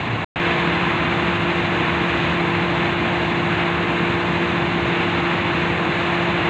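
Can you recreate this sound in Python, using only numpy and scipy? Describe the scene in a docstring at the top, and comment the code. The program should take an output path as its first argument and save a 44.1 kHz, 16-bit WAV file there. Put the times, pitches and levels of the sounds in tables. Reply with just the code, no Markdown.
"""Truck crane idling on a building site

A six-cylinder diesel at a steady 800 rpm drives a hydraulic gear pump and a fan.
Heard on a phone from further off, with a short dropout, then after a hard cut from close by the cab.
Knocks are ringing noise bursts repeated every engine cycle, over a roar of noise filtered in octaves.
Pump, gear and a second slower machine are sines on shaft multiples; whistles, hiss and a boom are added."""
import sys
import numpy as np
from scipy import signal
from scipy.fft import rfft, irfft, next_fast_len
from scipy.io import wavfile
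from scipy.ndimage import uniform_filter1d

SR = 44100
rng = np.random.default_rng(int(sys.argv[2]) if len(sys.argv) > 2 else 0)


def store_pcm(level_fs):
    """Save levels as 16-bit WAV."""
    pcm = np.round(np.clip(level_fs, -1, 1) * 32767).astype(np.int16)
    wavfile.write(sys.argv[1], SR, np.atleast_2d(pcm).T)


def gain_from_decibels(decibels):
    """Convert decibel values to linear amplitude factors."""
    exponent = np.asarray(decibels, float) / 20
    return 10 ** exponent


N = 286209
T = np.arange(N) / SR
CYCLE_HZ = 6.666  # four-stroke cycle, two crank turns

# engine hood and panel resonances: (centre [Hz], width [Hz], lift [dB])
HOOD_MODES = [(158.5, 10, 4.5), (381, 14, 3.5), (460, 10, 2), (676, 90, 2.5), (806, 50, 0.5),
              (1040, 160, 2.5), (1703, 160, 2.5), (2234, 150, 2.5), (2800, 450, 3), (272, 12, -5.5),
              (445, 22, -3), (3250, 51, -0.5)]


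def shape(x, table, modes=()):
    """Filter by (frequency [Hz], gain [dB]) points plus bell-shaped lifts or dips."""
    size = next_fast_len(len(x))
    f = np.maximum(np.arange(size // 2 + 1) * SR / size, 1)
    hz, db = np.transpose(table)
    gain_db = np.interp(np.log(f), np.log(hz), db)
    for centre_hz, width_hz, lift_db in modes:
        gain_db = gain_db + lift_db / (1 + (2 * (f - centre_hz) / width_hz) ** 2)
    return irfft(rfft(x, size) * gain_from_decibels(gain_db), size)[:len(x)]


def noise():
    """White noise at 0 dB per Hz."""
    return rng.standard_normal(N) * np.sqrt(SR / 2)


def walk(rate_hz):
    """Random values held 1 / rate_hz and smoothed twice over that time; spread somewhat below 1."""
    hold = int(SR / rate_hz)
    steps = np.repeat(rng.standard_normal(N // hold + 1), hold)
    return uniform_filter1d(uniform_filter1d(steps, hold), hold)[:N]


def tones(shaft_hz, orders, levels_db, waver_db, wobble_s):
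    """Sines on multiples of one shaft whose turning lags and leads a little."""
    turn = 2 * np.pi * shaft_hz * (T + wobble_s * walk(2.976))
    out = np.zeros(N)
    for order, db in zip(orders, levels_db):
        level = np.sqrt(2) * gain_from_decibels(db + waver_db * walk(4))
        out += level * np.sin(order * turn + rng.uniform(0, 2 * np.pi))
    return out


def knock(cylinder_db=3.0, scatter_db=0.5, jitter_s=.00004, t60_s=0.18):
    """Each cylinder shakes the block its own way, alike every cycle, with scatter in size and time."""
    # block knock ahead of hood and microphone: (frequency [Hz], density [dB per Hz])
    block = [(30, -61), (80, -59), (200, -56.5), (450, -62.5), (1000, -64), (2000, -70), (2600, -65.5),
             (3200, -74.5), (4200, -78), (9000, -100)]
    out, ring_s = np.zeros(N), np.arange(SR // 5) / SR
    cycles = np.arange(int(N / SR * CYCLE_HZ) + 1)
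    for cylinder in range(6):
        ring = rng.standard_normal(len(ring_s)) * np.exp(-np.log(1000) * ring_s / t60_s)
        jitter, scatter = rng.standard_normal((2, len(cycles)))
        place = ((cycles + cylinder / 6) / CYCLE_HZ + jitter_s * jitter) * SR
        keep = (place >= 0) & (place < N)
        blow_db = cylinder_db * rng.standard_normal() + scatter_db * scatter[keep]
        blows = np.zeros(N)
        blows[place[keep].astype(int)] = gain_from_decibels(blow_db)
        out += signal.fftconvolve(blows, ring)[:N]
    return shape(out / out.std() * np.sqrt(SR / 2), block, HOOD_MODES)


def engine():
    """Block knock plus steady sines on the strong engine orders."""
    # multiples of the cycle, and their levels ahead of the microphone [dB rms]
    orders, levels_db = [6, 8, 12, 13, 18, 22, 28, 39, 60, 70, 100, 120, 141, 153, 160, 162, 166, 168, 178,
                         252, 300, 329, 382, 389, 408, 420], [-61, -55, -43, -45, -44, -41, -45, -42, -49, -41, -45, -46,
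                                                -47, -46, -44, -43, -46, -46, -44, -49, -48, -49, -50, -50,
                                                -50, -49]
    return knock() + tones(CYCLE_HZ, orders, levels_db, waver_db=0.5, wobble_s=.00004)


def roar(tilt_db, rumble_db, pulse=0.061, turn_pulse=0.071, flicker_db=0.75, lift_db=0.31):
    """Turbulent fan and exhaust air; treble puffs with the firings, every octave flickers alone."""
    # roar ahead of lift, hood and microphone: (frequency [Hz], density [dB per Hz])
    air = [(30, -61.5), (80, -53), (140, -50.5), (230, -51.5), (300, -51), (450, -59), (800, -56.5),
           (1400, -59), (2400, -61), (3200, -69), (4200, -72), (16000, -75)]
    firing = 1 + pulse * np.cos(2 * np.pi * 6 * CYCLE_HZ * T)
    firing = firing + turn_pulse * np.cos(2 * np.pi * 2 * CYCLE_HZ * T)  # once per crank turn
    firing = firing * gain_from_decibels(0.7 * walk(14))  # load on the pump comes and goes
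    out = np.zeros(N)
    for octave in range(9):
        hz = 40 * 2. ** octave
        bell = [(hz / 2, -60), (hz / 2 ** .75, -8.3), (hz / 2 ** .5, -3), (hz, 0),
                (hz * 2 ** .5, -3), (hz * 2 ** .75, -8.3), (hz * 2, -60)]
        high = np.clip(np.log2(hz / 600) / 2, 0, 1)  # 0 in the lows, 1 in the treble
        level_db = high * tilt_db * (.4 if hz > 4000 else 1) + flicker_db * walk(9)
        if hz < 200:
            level_db = level_db + rumble_db
        out += shape(noise(), bell) * firing ** high * gain_from_decibels(level_db)
    return shape(out, air, HOOD_MODES) * gain_from_decibels(lift_db)


def pump():
    """Ten-tooth hydraulic pump: sines on multiples of its shaft."""
    # multiples of the shaft, and their levels close by [dB rms]
    orders, levels_db = [10, 18, 20, 30, 40, 45, 50, 60, 80, 91, 92, 103, 107, 120], [-29.5, -41, -28, -49.5, -51, -52, -46.5, -48.5, -52, -48.5,
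                                              -44.5, -51.5, -48, -42.5]
    return tones(17.228, orders, levels_db, waver_db=.7, wobble_s=.00003)


def gear():
    """Twenty-tooth gear: sines on multiples of its shaft."""
    # multiples of the shaft, and their levels [dB rms]
    orders, levels_db = [3, 4, 20, 40, 60, 80], [-43, -44, -49, -44, -46, -49]
    return tones(24.81, orders, levels_db, waver_db=2.5, wobble_s=.00004)


def whistles(tilt_db, shake_hz=45, flutter_db=2.5):
    """Thin tones whose pitch shakes quickly, the high ones probably turbocharger and alternator."""
    # tones ahead of the treble tilt: (pitch [Hz], wander [Hz], level [dB rms])
    pitches = [(465.5, 2.5, -42), (3500, 22, -47.5), (3521, 6, -48.5), (2448, 3, -48), (6551, 8, -74),
               (6655, 8, -75), (7036, 10, -77)]
    out = np.zeros(N)
    for hz, wander_hz, db in pitches:
        turn = 2 * np.pi * np.cumsum(hz + wander_hz * walk(shake_hz)) / SR
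        flutter = flutter_db * walk(11 if hz < 1000 else 28)
        out += np.sqrt(2) * gain_from_decibels(db + flutter) * np.sin(turn)
    return out * gain_from_decibels(tilt_db)


def other_machine(rumble_db):
    """Slower machine elsewhere on the site: shaft sines that waver with the lows of the roar."""
    # multiples of the shaft, and their levels ahead of that wavering [dB rms]
    orders, levels_db = [3, 5, 6, 7, 14, 20], [-56, -42, -43, -40, -44, -47]
    return tones(20.49, orders, levels_db, waver_db=1.9, wobble_s=0.00081) * gain_from_decibels(rumble_db)


def hiss(tilt_db, base_db=-78, follow=.9):
    """Noise in the top treble that largely follows the treble tilt."""
    top = [(6000, -30.5), (8500, 4), (10000, 3.5), (11200, 5.5), (12500, 2.5), (14000, 5), (15400, 5.5)]
    return shape(rng.standard_normal(N), top) * gain_from_decibels(base_db + follow * tilt_db)


def boom(pitch_hz=122.5, wander_hz=8, peak_s=.12, rise_s=.03, fall_s=.08, swell_db=-27, bed_db=-38):
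    """Low wavering tone between the walls that swells once over a weak bed."""
    turn = 2 * np.pi * np.cumsum(pitch_hz + wander_hz * walk(20)) / SR
    swell = np.exp(-((T - peak_s) / np.where(T < peak_s, rise_s, fall_s)) ** 2)
    return np.sqrt(2) * (gain_from_decibels(bed_db) + gain_from_decibels(swell_db) * swell) * np.sin(turn)


def phone_microphone(x):
    """Uneven response of the phone microphone, applied to the broadband engine and roar."""
    # (frequency [Hz], gain [dB])
    response = [(20, -21.5), (33, -29.5), (45, -11.5), (62, -10), (75, -2.5), (4000, 1), (4500, -10.5),
                (5400, -22.5), (6500, -14.5), (7300, -17.5), (8300, -24.5), (8600, -28.5), (9700, -40),
                (16000, -52)]
    return shape(x, response)


def scene(cut_s=.3982):
    """Sources mixed for a far and a close standpoint, joined by a hard cut."""
    # treble tilt over the running: (time [s], level [dB])
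    treble = [(.4, 3), (1.0, 1.5), (2.2, .5), (4.5, -0.5), (5.5, .3), (6.4, 2)]
    # far level relative to close, in the order of sources [dB]
    far_db = [-3, -1.5, -12, 0, 0, -5.5, -9]
    tilt_db = np.interp(T, *np.transpose(treble))
    rumble_db = 0.07 + 0.8 * walk(2.5)  # slow wavering of the lows
    sources = [phone_microphone(roar(tilt_db, rumble_db)), phone_microphone(engine()), pump(), gear(),
               other_machine(rumble_db), whistles(tilt_db), hiss(tilt_db)]
    far = sum(gain_from_decibels(db) * source for db, source in zip(far_db, sources))
    far = np.roll(far, N // 2) + boom()  # another moment of the same running
    close = np.clip((T - cut_s) / .00015 + .5, 0, 1)
    return (far * (1 - close) + sum(sources) * close)[None]


def roll_off(x):
    """The treble ends steeply here."""
    return signal.sosfilt(signal.butter(12, 15500, fs=SR, output="sos"), x)


def record(dry, dropout_start_s=.2463, dropout_end_s=.3578):
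    """Sound fades in within 1 ms and drops out once for a tenth of a second."""
    gate = np.clip(np.maximum(dropout_start_s - T, T - dropout_end_s) / 0.0014, 0, 1)
    fade_in = np.clip(T / .001, 0, 1)
    return roll_off(dry * gate * fade_in)


dry = scene()
out = record(dry)
store_pcm(out)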